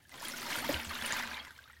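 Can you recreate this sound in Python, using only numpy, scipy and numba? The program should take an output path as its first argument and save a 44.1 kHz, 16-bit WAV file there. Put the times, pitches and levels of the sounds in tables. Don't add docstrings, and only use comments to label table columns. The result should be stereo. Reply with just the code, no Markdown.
import sys
import numpy as np
from scipy import signal
from scipy.fft import rfft, irfft
from scipy.io import wavfile
from numba import njit

SR = 44100
rng = np.random.default_rng(int(sys.argv[2]) if len(sys.argv) > 2 else 0)


def transcribe(signal):
    frames = np.atleast_2d(signal).T
    limited = np.clip(frames, -1, 1)
    pcm = np.round(limited * 32767).astype(np.int16)
    wavfile.write(sys.argv[1], SR, pcm)


N = 79380


def undb(db):
    return 10 ** (np.asarray(db) / 20)


def unit(x):
    middle = x.mean(0)
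    return x / np.sqrt(np.mean(middle ** 2))


def follow(table):
    seconds, db = np.array(table).T
    return undb(np.interp(np.arange(N) / SR, seconds, db))


def pan(db):
    return undb(np.array([[db], [-db]]) / 2)


def colour(x, points):
    hz, db = np.array(points).T
    f = np.maximum(np.fft.rfftfreq(2 * N, 1 / SR), 1)
    gain = undb(np.interp(np.log(f), np.log(hz), db))
    return irfft(rfft(x, 2 * N) * gain)[..., :N]


@njit
def ring(start, hz, size, cycles, rise, swell):
    out = np.zeros(N)
    for k in range(len(start)):
        fade = cycles[k] / hz[k]
        first = max(0, int(start[k] * SR) + 1)
        last = min(N, int((start[k] + 6 * fade) * SR))
        for i in range(first, last):
            u = (i / SR - start[k]) / fade
            envelope = np.exp(-u) * (1 - np.exp(-u / swell))
            phase = 2 * np.pi * cycles[k] * u * (1 + rise * u / 2)
            out[i] += size[k] * envelope * np.sin(phase)
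    return out


def scatter(start, hz, size, cycles, rise, swell, spread=1):
    lag_s, balance_db = .0001, 3.0
    wall_lag_s, wall_db, wall_low_hz = .0015, -2.5, 710
    lag, side, far_left, far_right = rng.standard_normal((len(start), 4)).T

    def sound(when, gain):
        return ring(when, 1. * hz, size * gain, 1. * cycles, float(rise), float(max(swell, .001)))

    wall_gain = spread * undb(wall_db) * hz / (hz + wall_low_hz)
    ears = []
    for sign, far in ((-1, far_left), (1, far_right)):
        direct = sound(start + sign * spread * lag * lag_s / 2, undb(sign * spread * side * balance_db / 2))
        echo = sound(start + wall_lag_s * np.exp(far / 2), wall_gain)
        ears.append(direct + echo)
    return np.array(ears)


def swarm(low_hz, high_hz, cycles, uneven_db, rise, count):
    when, pitch, strength, length = rng.random((count, 4)).T
    hz = low_hz * (high_hz / low_hz) ** pitch
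    size = hz * undb(-uneven_db * np.log(np.maximum(strength, .015)))
    ring_cycles = cycles * 2 ** (2 * length - 1)
    return scatter(when * N / SR, hz, size, ring_cycles, rise, swell=0.029)


def surging():
    rate_hz, depth_db = 35.06, 0.98
    position = np.arange(N) / SR * rate_hz
    return undb(depth_db * np.interp(position, np.arange(N), rng.standard_normal(N)))


def bubbling(surge):
    # time in seconds, level in dB before the surge and trim.
    pour = [(0, -63), (.075, -89), (.105, -61), (.14, -52.5), (.2, -55), (.235, -45.5), (.29, -44.5),
            (.36, -47), (.48, -42), (.53, -39), (.59, -36.5), (.62, -44), (.648, -39.5), (.675, -40),
            (.72, -37.5), (.765, -37), (.8, -40), (.87, -50.5), (.905, -41.5), (1.0, -42.5), (1.035, -39),
            (1.085, -39.5), (1.115, -36.5), (1.2, -40), (1.255, -43.5), (1.33, -44), (1.42, -49.5),
            (1.48, -53.5), (1.565, -62), (1.605, -57), (1.64, -62.5), (1.7, -58), (1.8, -71)]
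    # frequency in Hz, relative gain in dB.
    bubble_colour = [(100, -29), (300, -26.5), (430, -11.5), (600, -5.5), (780, -7), (930, -0.5),
                     (1150, -4.5), (1600, 0.5), (2100, 0.5), (2500, -3.5), (3100, -5.5), (4500, -10),
                     (6500, -32), (12000, -41)]
    cloud = swarm(low_hz=328.2, high_hz=6970, cycles=6.3, uneven_db=3.0, rise=0.0508, count=4600)
    return unit(colour(cloud, bubble_colour)) * follow(pour) * surge * undb(-1.5) * pan(db=0.1)


def spray(surge):
    # time in seconds, level in dB before the surge and trim.
    spraying = [(0, -74.5), (.075, -71.5), (.145, -60.5), (.185, -59.5), (.235, -48), (.28, -51.5),
                (.36, -50), (.43, -48.5), (.57, -45.5), (.62, -51.5), (.72, -44), (.81, -54), (.92, -52),
                (1.01, -52), (1.07, -49.5), (1.17, -50.5), (1.27, -56), (1.35, -58.5), (1.41, -66.5),
                (1.445, -65), (1.6, -69.5), (1.8, -74)]
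    # frequency in Hz, relative gain in dB.
    spray_colour = [(1000, 4), (3000, 5.5), (5000, 3), (7000, 0), (8300, -4), (9500, -3.5), (11000, -2.5),
                    (13000, -2), (16000, -7)]
    crackle = unit(swarm(low_hz=2960, high_hz=16200, cycles=2.38, uneven_db=4.0, rise=0.028, count=3600))
    hiss = undb(-4.0) * unit(rng.standard_normal((2, N)))
    return unit(colour(crackle + hiss, spray_colour)) * follow(spraying) * surge * undb(3.0) * pan(db=3.5)


def bowl():
    # time in seconds, level in dB.
    drumming = [(0, -83.5), (.1, -76), (.2, -75), (.28, -54), (.42, -60), (.55, -55), (.66, -51),
                (.72, -49), (.82, -56.5), (.94, -52), (1.2, -53), (1.34, -56), (1.42, -68), (1.57, -74.5),
                (1.8, -83)]
    # frequency in Hz, relative level in dB, 60 dB decay time in seconds.
    modes = [(238.1, 0.5, 0.25), (262, -3, 0.3), (301, -7.5, 0.22), (367.5, -16, 0.26), (550, -14.5, 0.08)]
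    t = np.arange(SR // 2) / SR
    body = np.zeros(len(t))
    for hz, db, t60 in modes:
        body += undb(db) * np.sin(2 * np.pi * hz * t) * undb(-60 * t / t60) / np.sqrt(t60)
    push = rng.standard_normal(N) + undb(-25.0) * rng.standard_normal((2, N))
    ringing = signal.fftconvolve(push, body[None], axes=1)[:, :N]
    return unit(ringing) * follow(drumming) * pan(db=-1.5)


def bottom():
    # time in seconds, level in dB.
    beating = [(.09, -77), (.14, -57.5), (.24, -58), (.44, -54.5), (.55, -52), (.72, -45.5), (.82, -57),
               (.95, -83)]
    # frequency in Hz, relative gain in dB.
    patter_colour = [(70, -39), (125, 1), (190, -6), (290, 1.5), (360, 4), (430, -12), (560, -1.5),
                     (800, -4.5), (1100, -24)]
    patter = swarm(low_hz=108.8, high_hz=902, cycles=2.9, uneven_db=2.0, rise=0.027, count=700)
    return unit(colour(patter, patter_colour)) * follow(beating)


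def outdoors():
    # frequency in Hz, relative level in dB per Hz.
    air_colour = [(20, -24), (45, -6), (75, 2), (130, 5.5), (250, -15.5), (500, -22), (1150, -35),
                  (1750, -2), (2100, -15), (2700, -36), (7000, -27), (16000, -22.5)]
    # time in seconds, amplitude in dB before the waver.
    hum_level = [(0, -69.5), (.45, -74), (.56, -62), (1.1, -59.5), (1.3, -61.5), (1.6, -67.5),
                 (1.77, -58.5)]
    air_db, hum_hz = -69, 74.2
    air = unit(colour(rng.standard_normal(N) + undb(-1.0) * rng.standard_normal((2, N)), air_colour))
    waver = unit(colour(rng.standard_normal((1, N)), [(12, 11), (30, -43), (60, -100)]))
    hum = np.sin(2 * np.pi * hum_hz * np.arange(N) / SR) * (1 + waver / 2)
    return undb(air_db) * air + follow(hum_level) * hum


def plinks():
    # start in seconds, pitch in Hz, level in dB before the swell, cycles to fade by 1/e.
    bubbles = [(.053, 1660, -45.5, 7.5), (.117, 1980, -42, 12), (.142, 1020, -44, 10), (.223, 900, -37, 6),
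               (0.251, 3180, -30.5, 15), (0.336, 1436, -30.5, 11.5), (.428, 1310, -38, 11),
               (.454, 922, -32.5, 7.3), (0.529, 2680, -22, 5.7), (0.541, 3040, -26.5, 9.1),
               (0.584, 1550, -24, 4.1), (.640, 1990, -30.5, 5.8), (.646, 3130, -26, 8.2),
               (.761, 2940, -27, 9), (0.763, 1510, -33, 11), (0.892, 4230, -30, 13),
               (0.908, 1164, -26.5, 3.9), (.951, 3900, -31.5, 8.5), (1.021, 1664, -27, 4.3),
               (1.038, 2870, -35, 11), (1.049, 2870, -26, 10), (1.104, 1574, -24, 8.2),
               (1.122, 1830, -18, 3.4), (1.129, 4800, -27, 18), (1.164, 1530, -25, 2.9),
               (1.193, 3470, -30, 9.1), (1.199, 903, -24, 3.1), (1.233, 1534, -28, 8.3),
               (1.272, 1560, -30, 4.5), (1.301, 1186, -28.5, 3), (1.314, 1590, -28, 7),
               (1.343, 3790, -27.5, 4.3), (1.370, 2280, -30, 7.6), (1.398, 3190, -31.5, 14.6),
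               (1.447, 2070, -38, 8), (1.467, 1950, -37, 8.5), (1.471, 986, -37, 3.6),
               (1.481, 1630, -39, 6.6), (1.506, 1506, -36, 5.4), (1.563, 3080, -47, 11),
               (1.5891, 1535, -34, 4.8), (1.654, 1260, -48, 9), (1.676, 1490, -42, 4.2),
               (1.6988, 1340, -38.5, 3.7), (1.731, 1883, -45.5, 10.6), (1.765, 1807, -47.5, 13)]
    start, hz, db, cycles = np.array(bubbles).T
    return scatter(start, hz, undb(db), cycles, rise=0.022, swell=0.45, spread=0.63)


def droplets():
    # start in seconds, pitch in Hz, level in dB before swell, roughness and panning.
    drops = [(.0935, 8850, -41), (0.2838, 9600, -19), (0.2985, 6950, -35), (.321, 5340, -28.5),
             (.3765, 14900, -30), (0.41, 8200, -32), (.4285, 15000, -30), (0.494, 8300, -32),
             (0.589, 9100, -23.5), (0.847, 7800, -30), (1.023, 3790, -32), (1.0617, 9390, -20.5),
             (1.075, 9500, -37), (1.138, 5900, -30), (1.1696, 12800, -22.5), (1.195, 11400, -34),
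             (1.234, 8100, -37), (1.431, 9100, -47), (1.444, 5400, -44), (1.509, 11100, -40.5),
             (1.724, 8200, -47)]
    start, hz, db = np.array(drops).T
    depth = .5
    flutter = unit(colour(rng.standard_normal((2, N)), [(900, -17), (3500, -29)]))
    rough = (1 + depth * flutter) / (1 + depth)
    cycles = np.full(len(hz), 8.8)
    ticks = scatter(start, hz, undb(db), cycles, rise=0.013, swell=0.13, spread=0.24)
    return ticks * rough * pan(db=4)


def slaps():
    # start in seconds, level in dB before panning.
    folds = [(0.094, -53), (0.141, -43), (0.235, -40), (0.272, -37), (.385, -40.5), (.429, -39.5),
             (0.503, -34.5), (0.587, -38), (0.645, -34.5), (0.7437, -40), (0.761, -41), (0.85, -37),
             (.893, -42), (.952, -41), (1.0219, -35), (1.075, -35), (1.13, -34), (1.138, -38), (1.163, -40),
             (1.197, -32), (1.234, -36), (1.275, -38), (1.339, -45), (1.449, -41.5), (1.48, -48.5),
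             (1.508, -55), (1.579, -50)]
    # frequency in Hz, relative level in dB per Hz.
    slap_colour = [(200, -1), (500, -15.5), (1000, 3), (2000, 2.5), (4000, -5.5), (7000, -10.5),
                   (16000, -25)]
    fade_s = 0.0038
    t = np.arange(N) / SR
    hits = sum(undb(db) * (t > start) * np.exp(-np.abs(t - start) / fade_s) for start, db in folds)
    noise = rng.standard_normal(N) + undb(-2.5) * rng.standard_normal((2, N))
    return unit(colour(noise, slap_colour)) * hits * pan(db=-0.2)


def gulps():
    # start in seconds, pitch in Hz, level in dB before the swell, cycles to fade by 1/e.
    pockets = [(0.6915, 562, -13.5, 2.93), (.696, 273, -18.5, 2.06), (0.743, 74, -26, 1.28),
               (.864, 187, -37, 2.5), (0.867, 77.6, -32.5, 1.6)]
    start, hz, db, cycles = np.array(pockets).T
    return scatter(start, hz, undb(db), cycles, rise=0.01, swell=0.79, spread=0.19)


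def pops():
    # start in seconds, pitch in Hz, level in dB before swell and panning.
    bursts = [(0.7427, 2880, -19.5), (1.022, 1930, -30.5), (1.124, 6750, -18.5), (1.6408, 3620, -41.5)]
    start, hz, db = np.array(bursts).T
    cycles = np.full(len(hz), 3.7)
    return scatter(start, hz, undb(db), cycles, rise=0.014, swell=0.066, spread=0.43) * pan(db=2.5)


def reflect(x, t60):
    t = np.arange(N) / SR
    tail = rng.standard_normal((2, N)) * undb(-60 * t / t60) * (t > .004)
    tail /= np.sqrt(np.sum(tail ** 2) / 2)
    tail = colour(tail, [(150, -18), (600, -1.5), (1500, 2.5), (4000, 5), (9000, 6)])
    return signal.fftconvolve(x.mean(0)[None], tail, axes=1)[:, :N]


def scene():
    surge = surging()
    water = bubbling(surge) + spray(surge) + bowl() + bottom()
    water = water + plinks() + droplets() + slaps() + gulps() + pops()
    yard = undb(-10.5) * reflect(water, t60=0.15)
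    return water + yard + outdoors()


def record(dry):
    lowpass = signal.ellip(10, .2, 70, 16000, fs=SR, output="sos")
    return signal.sosfilt(lowpass, dry)


dry = scene()
out = record(dry)
transcribe(out)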